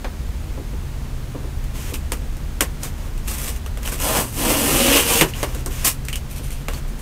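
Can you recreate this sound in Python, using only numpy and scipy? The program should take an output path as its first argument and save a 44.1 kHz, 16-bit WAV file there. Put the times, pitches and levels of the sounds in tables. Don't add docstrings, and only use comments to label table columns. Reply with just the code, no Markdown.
import sys
import numpy as np
from scipy import signal
from scipy.fft import rfft, irfft, next_fast_len
from scipy.io import wavfile
from scipy.ndimage import uniform_filter1d

SR = 44100
rng = np.random.default_rng(int(sys.argv[2]) if len(sys.argv) > 2 else 0)


def unload_wav(signal):
    wavfile.write(
        sys.argv[1],
        SR,
        np.round(np.clip(np.atleast_2d(signal).T, -1, 1) * 32767).astype(np.int16),
    )


N = 309141
TIME = np.arange(N) / SR
BREAK_S = 5.209


def from_db(db):
    return 10 ** (np.asarray(db) / 20)


def unit_rms(x):
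    return x / np.sqrt(np.mean(x ** 2) + 1e-20)


def add(out, start, piece):
    at = int(start * SR)
    out[at:at + len(piece)] += piece[:N - at]


def automation(rows):
    times, *columns = np.transpose(rows)
    return [np.interp(TIME, times, column) for column in columns]


def colour(x, spectrum):
    size = next_fast_len(len(x))
    hz, db = np.transpose(spectrum)
    bins_hz = np.maximum(np.arange(size // 2 + 1) * SR / size, 1)
    skirts = np.minimum(bins_hz / hz[0], 1) ** 4 * np.minimum(hz[-1] / bins_hz, 1) ** 4
    eq = from_db(np.interp(np.log(bins_hz), np.log(hz), db))
    return unit_rms(irfft(rfft(x, size) * skirts * eq, size)[:len(x)])


def noise(spectrum, samples=N):
    return colour(rng.standard_normal(samples), spectrum)


def drift(rate_hz):
    step, settle = 40, 2000
    pole = np.exp(-2 * np.pi * rate_hz * step / SR)
    white = rng.standard_normal(N // step + settle + 2)
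    slow = signal.lfilter([1], [1, -2 * pole, pole * pole], white)[settle:]
    return np.interp(np.arange(N) / step, np.arange(len(slow)), unit_rms(slow))


def grains(per_s, spread_db, clump_db):
    sizes = from_db(spread_db * np.minimum(rng.exponential(1, N), 4))
    signs = rng.choice([-1, 1], N)
    fires = rng.random(N) < per_s / SR
    clumps = from_db(clump_db * drift(100))
    return unit_rms(sizes * signs * fires * clumps / np.sqrt(per_s))


def resonate(x, hz, width_hz):
    radius = np.exp(-np.pi * width_hz / SR)
    feedback = [1, -2 * radius * np.cos(2 * np.pi * hz / SR), radius ** 2]
    return signal.lfilter(np.array([1, 0, -1]) * (1 - radius ** 2) / 2, feedback, x + 1e-18)


def stroke(start, length, attack_s, release_s, db_per_s=0):
    t = TIME - start
    hold = from_db(db_per_s * (np.clip(t, 0, length) - length / 2))
    return np.clip(t / attack_s, 0, 1) * hold * np.exp(-np.maximum(t - length, 0) / release_s)


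def strokes(rows, **shape):
    return sum(from_db([[hiss_db], [rasp_db]]) * stroke(start, length, **shape)
               for start, length, hiss_db, rasp_db in rows)


def echoes(t60, wet_db, wall_s=0.015):
    t = TIME[:SR // 5]
    tail = from_db(-60 * t / t60) * np.clip((t - 0.002) / 0.0026, 0, 1)
    wall = from_db(-12) * np.exp(-((t - wall_s) / 0.00099) ** 2)
    return from_db(wet_db) * (tail + wall) / np.linalg.norm(tail + wall)


def burst(source, db, decay_s, reflections, peak_s=0.00222, window_s=0.0047):
    t = TIME[:len(source)] - peak_s
    direct = np.exp(2 * np.minimum(t / 0.00053, -t / decay_s))
    scattered = np.abs(signal.fftconvolve(direct, reflections ** 2)[:len(t)])
    hit = source * np.sqrt(direct + scattered)
    return from_db(db) * hit * np.sqrt(window_s * SR / np.sum(hit ** 2))


def room(x):
    reflections, hop = echoes(t60=0.14, wet_db=-4), SR // 16
    out, fade = x.copy(), np.sin(np.linspace(0, np.pi, 2 * hop))
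    for at in range(0, N, hop):
        piece = x[at:at + 2 * hop]
        paths = reflections * rng.standard_normal(len(reflections))
        add(out, at / SR, signal.fftconvolve(piece * fade[:len(piece)], paths))
    return out / np.sqrt(1 + np.sum(reflections ** 2))


# frequency in Hz, EQ gain in dB.
RUMBLE_EQ = [(15, -9.5), (25, 4.5), (38, 2), (52, 0.5), (80, -2), (92, -9.5), (103, -16), (118, -14),
             (145, -7.5), (185, -29.5), (240, -18), (300, -35)]
# frequency in Hz, EQ gain in dB.
AIR_EQ = [(120, -21), (200, -2), (293, -10), (327, -9), (378, -12), (471, -12.5), (653, -16), (957, -18),
          (1350, -20), (2060, -22), (5910, -29), (6240, -28), (15500, -33.5)]
# time in seconds, pitch in Hz, level in dB.
MOTOR_CURVE = [(0, 120.5, -46), (1.4, 120.7, -35.5), (3.0, 123, -50), (4.3, 117.5, -35.5), (5.4, 124, -38),
               (5.85, 130, -34), (6.55, 132, -36), (7.0, 131, -48)]

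def room_tone():
    motor_hz, motor_db = automation(MOTOR_CURVE)
    cycles = np.cumsum(motor_hz + 0.6 * drift(5.1)) / SR
    hum = from_db(motor_db + 0.61 * drift(2.6)) * np.sqrt(2) * np.sin(2 * np.pi * cycles)
    whine = from_db(-67) * unit_rms(resonate(rng.standard_normal(N), hz=6379, width_hz=50))
    return from_db(-26) * noise(RUMBLE_EQ) + from_db(-39.3) * noise(AIR_EQ) + hum + whine


# frequency in Hz, EQ gain in dB.
RUB_EQ = [(590, -31), (1000, -5), (1110, -5.5), (2810, -0.5), (4290, -9), (6120, -3.5), (10100, -6),
          (11100, -7), (14100, -7), (15500, -13)]
# frequency in Hz, EQ gain in dB.
CARD_EQ = [(90, -37), (170, -3), (280, 3.5), (400, 0), (520, 3.5), (780, -4.5), (1050, 1), (1400, -7.5),
           (1800, -6), (2500, -14.5), (5000, -21)]
# start in seconds, length in seconds, hiss in dB, lid rasp in dB.
HAND_SLIDES = [(1.73, 0.18, -38, -44), (2.79, 0.09, -43, -50), (2.95, 0.13, -48, -47),
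               (3.23, 0.33, -44, -52), (3.8, 0.19, -44, -44), (5.26, 0.04, -35.5, -42),
               (5.335, 0.11, -35, -40), (5.46, 0.15, -41.5, -44), (5.69, 0.15, -35.5, -44),
               (6.7, 0.085, -40.5, -45)]

def hand_slides():
    hiss, rasp = strokes(HAND_SLIDES, attack_s=0.03, release_s=0.02, db_per_s=10)
    return hiss * noise(RUB_EQ) + rasp * noise(CARD_EQ)


# mode frequency in Hz, gain in dB.
BOX_MODES = [(165, -0.5), (240, 1.5), (281, 3.5), (337, 3.5), (396, 1.5)]
# start in seconds, relative level in dB.
BOX_BUMPS = [(0.574, -34.5), (0.729, -38.5), (1.07, -44), (1.346, -32), (1.44, -39), (1.921, -35),
             (5.21, -21), (5.43, -30), (5.546, -39), (5.66, -35), (6.393, -39)]

def box_bumps(damping=0.059):
    push, reflections = np.zeros(N), echoes(t60=0.23, wet_db=-4.5)
    for start, db in BOX_BUMPS:
        contact = resonate(noise(CARD_EQ, SR // 5), hz=400, width_hz=384)
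        add(push, start, burst(contact, db + 13, decay_s=0.014, reflections=reflections))
    hollow = sum((-1) ** k * from_db(db) * resonate(push, hz, damping * hz)
                 for k, (hz, db) in enumerate(BOX_MODES))
    return 0.46 * push + from_db(-1.5) * hollow


# frequency in Hz, EQ gain in dB.
CRACKLE_EQ = [(1000, -11.5), (1500, -15.5), (2200, -5.5), (3000, -6.5), (4400, -9), (6100, -4.5),
              (6800, -5), (7900, -0.5), (9600, -2), (11000, -5), (12300, -2.5), (14100, -5.5), (15400, -11)]
# mode frequency in Hz, bandwidth in Hz, gain in dB.
FILM_MODES = [(2640, 800, -2), (4485, 400, 0), (5900, 1000, -8), (9350, 570, 5), (12900, 1100, -8)]
# start in seconds, length in seconds, relative level in dB.
TAPE_SQUEEZES = [(6.27, 0.35, -50), (6.3, 0.025, -42), (6.355, 0.025, -41), (6.428, 0.03, -42),
                 (6.505, 0.025, -40), (6.872, 0.02, -45), (6.98, 0.02, -42)]

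def tape_crinkle():
    envelope = sum(from_db(db) * stroke(start, length, attack_s=0.01, release_s=0.012)
                   for start, length, db in TAPE_SQUEEZES)
    creases = grains(per_s=1000, spread_db=0.5, clump_db=1.5)
    film = sum((-1) ** k * from_db(db) * resonate(creases, hz, width_hz)
               for k, (hz, width_hz, db) in enumerate(FILM_MODES))
    return envelope * (unit_rms(film) + 0.7 * colour(creases, CRACKLE_EQ))


# start in seconds, pitch in Hz, level in dB.
TAPE_SQUEAKS = [(3.853, 2950, -30), (6.310, 9400, -40), (6.312, 12700, -39), (6.435, 9200, -38),
                (6.742, 4430, -35.5)]

def tape_squeaks(width_hz=450, decay_s=0.006):
    out, reflections = np.zeros(N), echoes(t60=0.12, wet_db=-6)
    for start, hz, db in TAPE_SQUEAKS:
        band = resonate(rng.standard_normal(SR // 5), hz, width_hz)
        add(out, start, burst(resonate(band, hz, width_hz), db, decay_s, reflections))
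    return out


# frequency in Hz, EQ gain in dB.
EDGE_EQ = [(1500, 0.5), (3000, -13), (4500, -3.5), (6500, 0.5), (8700, 3), (11000, -1.5), (13500, 0),
           (15500, -8)]
# frequency in Hz, EQ gain in dB.
STRIP_EQ = [(1100, -7), (1700, -7), (2300, -6), (2850, -2.5), (3200, -6.5), (3800, -11), (6000, -15),
            (12000, -32)]

def crack(edge_db, knock_db, ring_db, ring_hz, decay_s=0.0024):
    bright_tail, dark_tail = echoes(t60=0.12, wet_db=-3), echoes(t60=0.14, wet_db=-2)
    edge, ring, knock = (noise(eq, SR // 5) for eq in (EDGE_EQ, STRIP_EQ, CARD_EQ))
    width_hz = min(2400 * from_db(0.53 * (knock_db - ring_db)), 5000)
    return (burst(edge, edge_db + 1.2, decay_s, bright_tail)
            + burst(resonate(ring, ring_hz, width_hz), ring_db, 0.71 * decay_s, bright_tail)
            + burst(knock, knock_db + 4, 3.1 * decay_s, dark_tail))


def handling_ticks(from_s=1.4, per_s=3, level_db=-44, spread_db=2):
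    out, span_s = np.zeros(N), N / SR - from_s
    for when, size in rng.random((int(per_s * span_s), 2)):
        db = level_db + spread_db * (2 * size - 1)
        add(out, from_s + when * span_s, crack(db, knock_db=db - 10, ring_db=db - 4, ring_hz=2500))
    return out


# start in seconds, relative levels of edge, knock and ring in dB,
# ring pitch in Hz.
PICKING_SNAPS = [(0.043, -42, -25.5, -33, 1350), (1.939, -28.5, -38, -27, 2560),
                 (2.118, -21, -25, -25, 1800), (2.606, -11.5, -17.5, -15, 1770),
                 (2.831, -24, -47, -39, 2860), (3.176, -39, -54, -44, 2070), (3.28, -30, -42, -33, 2760),
                 (3.313, -27.5, -39, -42, 2780), (3.56, -35, -52, -39, 2660), (3.66, -35, -37, -36, 2600),
                 (3.771, -37, -35.5, -35, 1600), (3.829, -33, -42, -37, 2850), (3.874, -28, -33, -27, 2370),
                 (3.92, -28, -33, -44, 2590), (3.999, -26, -33, -36, 2750), (4.156, -23, -24, -26, 2760),
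                 (5.335, -40, -54, -26.5, 2920), (5.428, -22.5, -19.5, -23, 2080),
                 (5.546, -32, -38, -37, 2690), (5.659, -24, -30, -47, 1600), (5.846, -18, -44, -44, 2350),
                 (6.049, -34, -52, -45, 1840), (6.083, -27, -43, -25.5, 2170),
                 (6.127, -27.5, -47, -22.5, 2790), (6.155, -25, -45, -27, 3030),
                 (6.504, -34.5, -55, -37.5, 2420), (6.682, -30, -25, -25, 1700),
                 (6.733, -35, -36, -36, 1600)]

def picking_snaps():
    out = np.zeros(N)
    for start, *voicing in PICKING_SNAPS:
        add(out, start, crack(*voicing))
    return out


# start in seconds, length in seconds, fizz in dB, lid rasp in dB.
TAPE_TUGS = [(1.93, 0.014, -30, -44), (2.822, 0.045, -35, -36), (3.268, 0.09, -30.5, -41),
             (3.37, 0.06, -33, -42), (3.43, 0.07, -30.3, -38.5), (3.84, 0.05, -31, -37),
             (3.91, 0.035, -32, -37), (5.84, 0.042, -14.3, -28)]

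def tape_tugs():
    fizz, rasp = strokes(TAPE_TUGS, attack_s=0.014, release_s=0.014, db_per_s=-25)
    per_s = np.clip(2500 * (fizz / from_db(-30)) ** 1.5, 1500, 30000)
    threads = grains(per_s, spread_db=3, clump_db=1.6)
    return fizz * colour(threads, CRACKLE_EQ) + rasp * colour(threads, CARD_EQ)


# mode frequency in Hz, relative level in dB, seconds to fall by 60 dB.
THUMP_MODES = [(160, -9.5, 0.18), (246, -20, 0.12), (323, -10, .11), (447, -18, 0.16)]

def break_free(swing_s=0.009):
    t = np.maximum(TIME - BREAK_S, 0)
    thump = sum(from_db(db - 60 * t / t60) * np.sin(2 * np.pi * hz * t) for hz, db, t60 in THUMP_MODES)
    out = from_db(0.5) * (1 - np.exp(-t / swing_s)) * thump
    add(out, BREAK_S, crack(edge_db=-11.5, knock_db=-14, ring_db=-7, ring_hz=2400, decay_s=0.006))
    return out


def swept_modes(drive, modes, centre_hz, damping, reach_octaves, wander_db=2.5):
    out = 0
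    for hz, db in modes:
        distance = np.log2(hz / centre_hz) / reach_octaves
        weight = from_db(db + wander_db * drift(9.2)) / (1 + distance ** 2)
        out = out + weight * unit_rms(resonate(drive, hz, damping * hz))
    power = np.abs(uniform_filter1d(out ** 2, size=2200))
    return out / np.sqrt(power + 1e-12)


# mode frequency in Hz, gain in dB.
LID_MODES = [(472, 8.5), (535, 0.5), (638, -9.5), (745, -8), (850, -5), (968, 5), (1116, -21)]
# time in seconds, boom send in dB, boom centre in Hz,
# lid rasp send in dB.
PEEL_PATH = [(4.0, -12, 225, -5), (4.11, -3, 255, 5.5), (4.22, -1, 235, -1), (4.32, -5, 240, -8),
             (4.45, 2, 290, -1), (4.63, -2, 280, -3), (4.75, 3, 255, -5), (4.92, -2.5, 295, -2.5),
             (5.19, -7, 175, -4.5)]
# time in seconds, effort as fizz level in dB, tautness as strip send in dB.
PULL_CURVE = [(3.97, -43, -5), (4.006, -29, -7), (4.044, -23, -9), (4.146, -26, -7), (4.17, -21, -8),
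              (4.208, -23, -13), (4.266, -37, -10), (4.314, -39, -13), (4.396, -26, -8), (4.488, -23, -3),
              (4.494, -20, -5), (4.566, -23, -8), (4.91, -20, -1), (4.968, -17, 0), (5.046, -26, -5),
              (5.1, -20, -4), (5.152, -19, -7), (5.195, -21, -4)]

def long_rip(usual_effort_db=-22, rasp_growth=0.35):
    effort_db, taut_db = automation(PULL_CURVE)
    boom_db, boom_hz, rasp_db = automation(PEEL_PATH)
    start = PULL_CURVE[0][0]
    fizz = from_db(effort_db) * stroke(start, BREAK_S - start, attack_s=0.01, release_s=0.024)
    ring = fizz * from_db(taut_db + 0.5)
    boom = fizz * from_db(boom_db - 0.5)
    rasp = fizz * from_db(rasp_db - 2.2 + rasp_growth * (effort_db - usual_effort_db))
    rasp_hz = np.interp(TIME, [start, BREAK_S], [690, 520])
    threads = grains(per_s=7300, spread_db=3.5, clump_db=0.3)
    slips = grains(per_s=1100, spread_db=1.5, clump_db=0.6)
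    hollow = boom * swept_modes(slips, BOX_MODES, boom_hz, damping=0.055, reach_octaves=0.55)
    lid = rasp * swept_modes(slips, LID_MODES, rasp_hz, damping=0.07, reach_octaves=0.28)
    taut = colour(slips + 0.7 * threads, STRIP_EQ)
    strip = ring * unit_rms(taut + 0.8 * resonate(taut, hz=2850, width_hz=800))
    return fizz * glue_fizz(threads) + hollow + lid + strip


# frequency in Hz, EQ gain in dB.
GLUE_EQ = [(900, -6), (1400, -16), (2000, -7.5), (3000, -11), (4000, -11), (5000, -6.5), (6200, -1.5),
           (6900, -2.5), (8200, 2), (9700, 2), (11000, -1), (12500, 1), (14200, -2.5), (15400, -7)]

def glue_fizz(threads):
    return colour(threads, GLUE_EQ)


def scene():
    tape = room(long_rip() + tape_tugs() + tape_crinkle()) + picking_snaps() + tape_squeaks()
    card = hand_slides() + box_bumps() + break_free()
    return (tape + card + room_tone() + handling_ticks())[None]


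def record(dry, notch_depth=0.34, cutoff_hz=15600):
    notched = dry - notch_depth * resonate(dry, hz=11050, width_hz=470)
    clipped = np.clip(notched, -1, 1)
    return signal.sosfilt(signal.ellip(12, 0.1, 80, cutoff_hz, fs=SR, output="sos"), clipped)


dry = scene()
out = record(dry)
unload_wav(out)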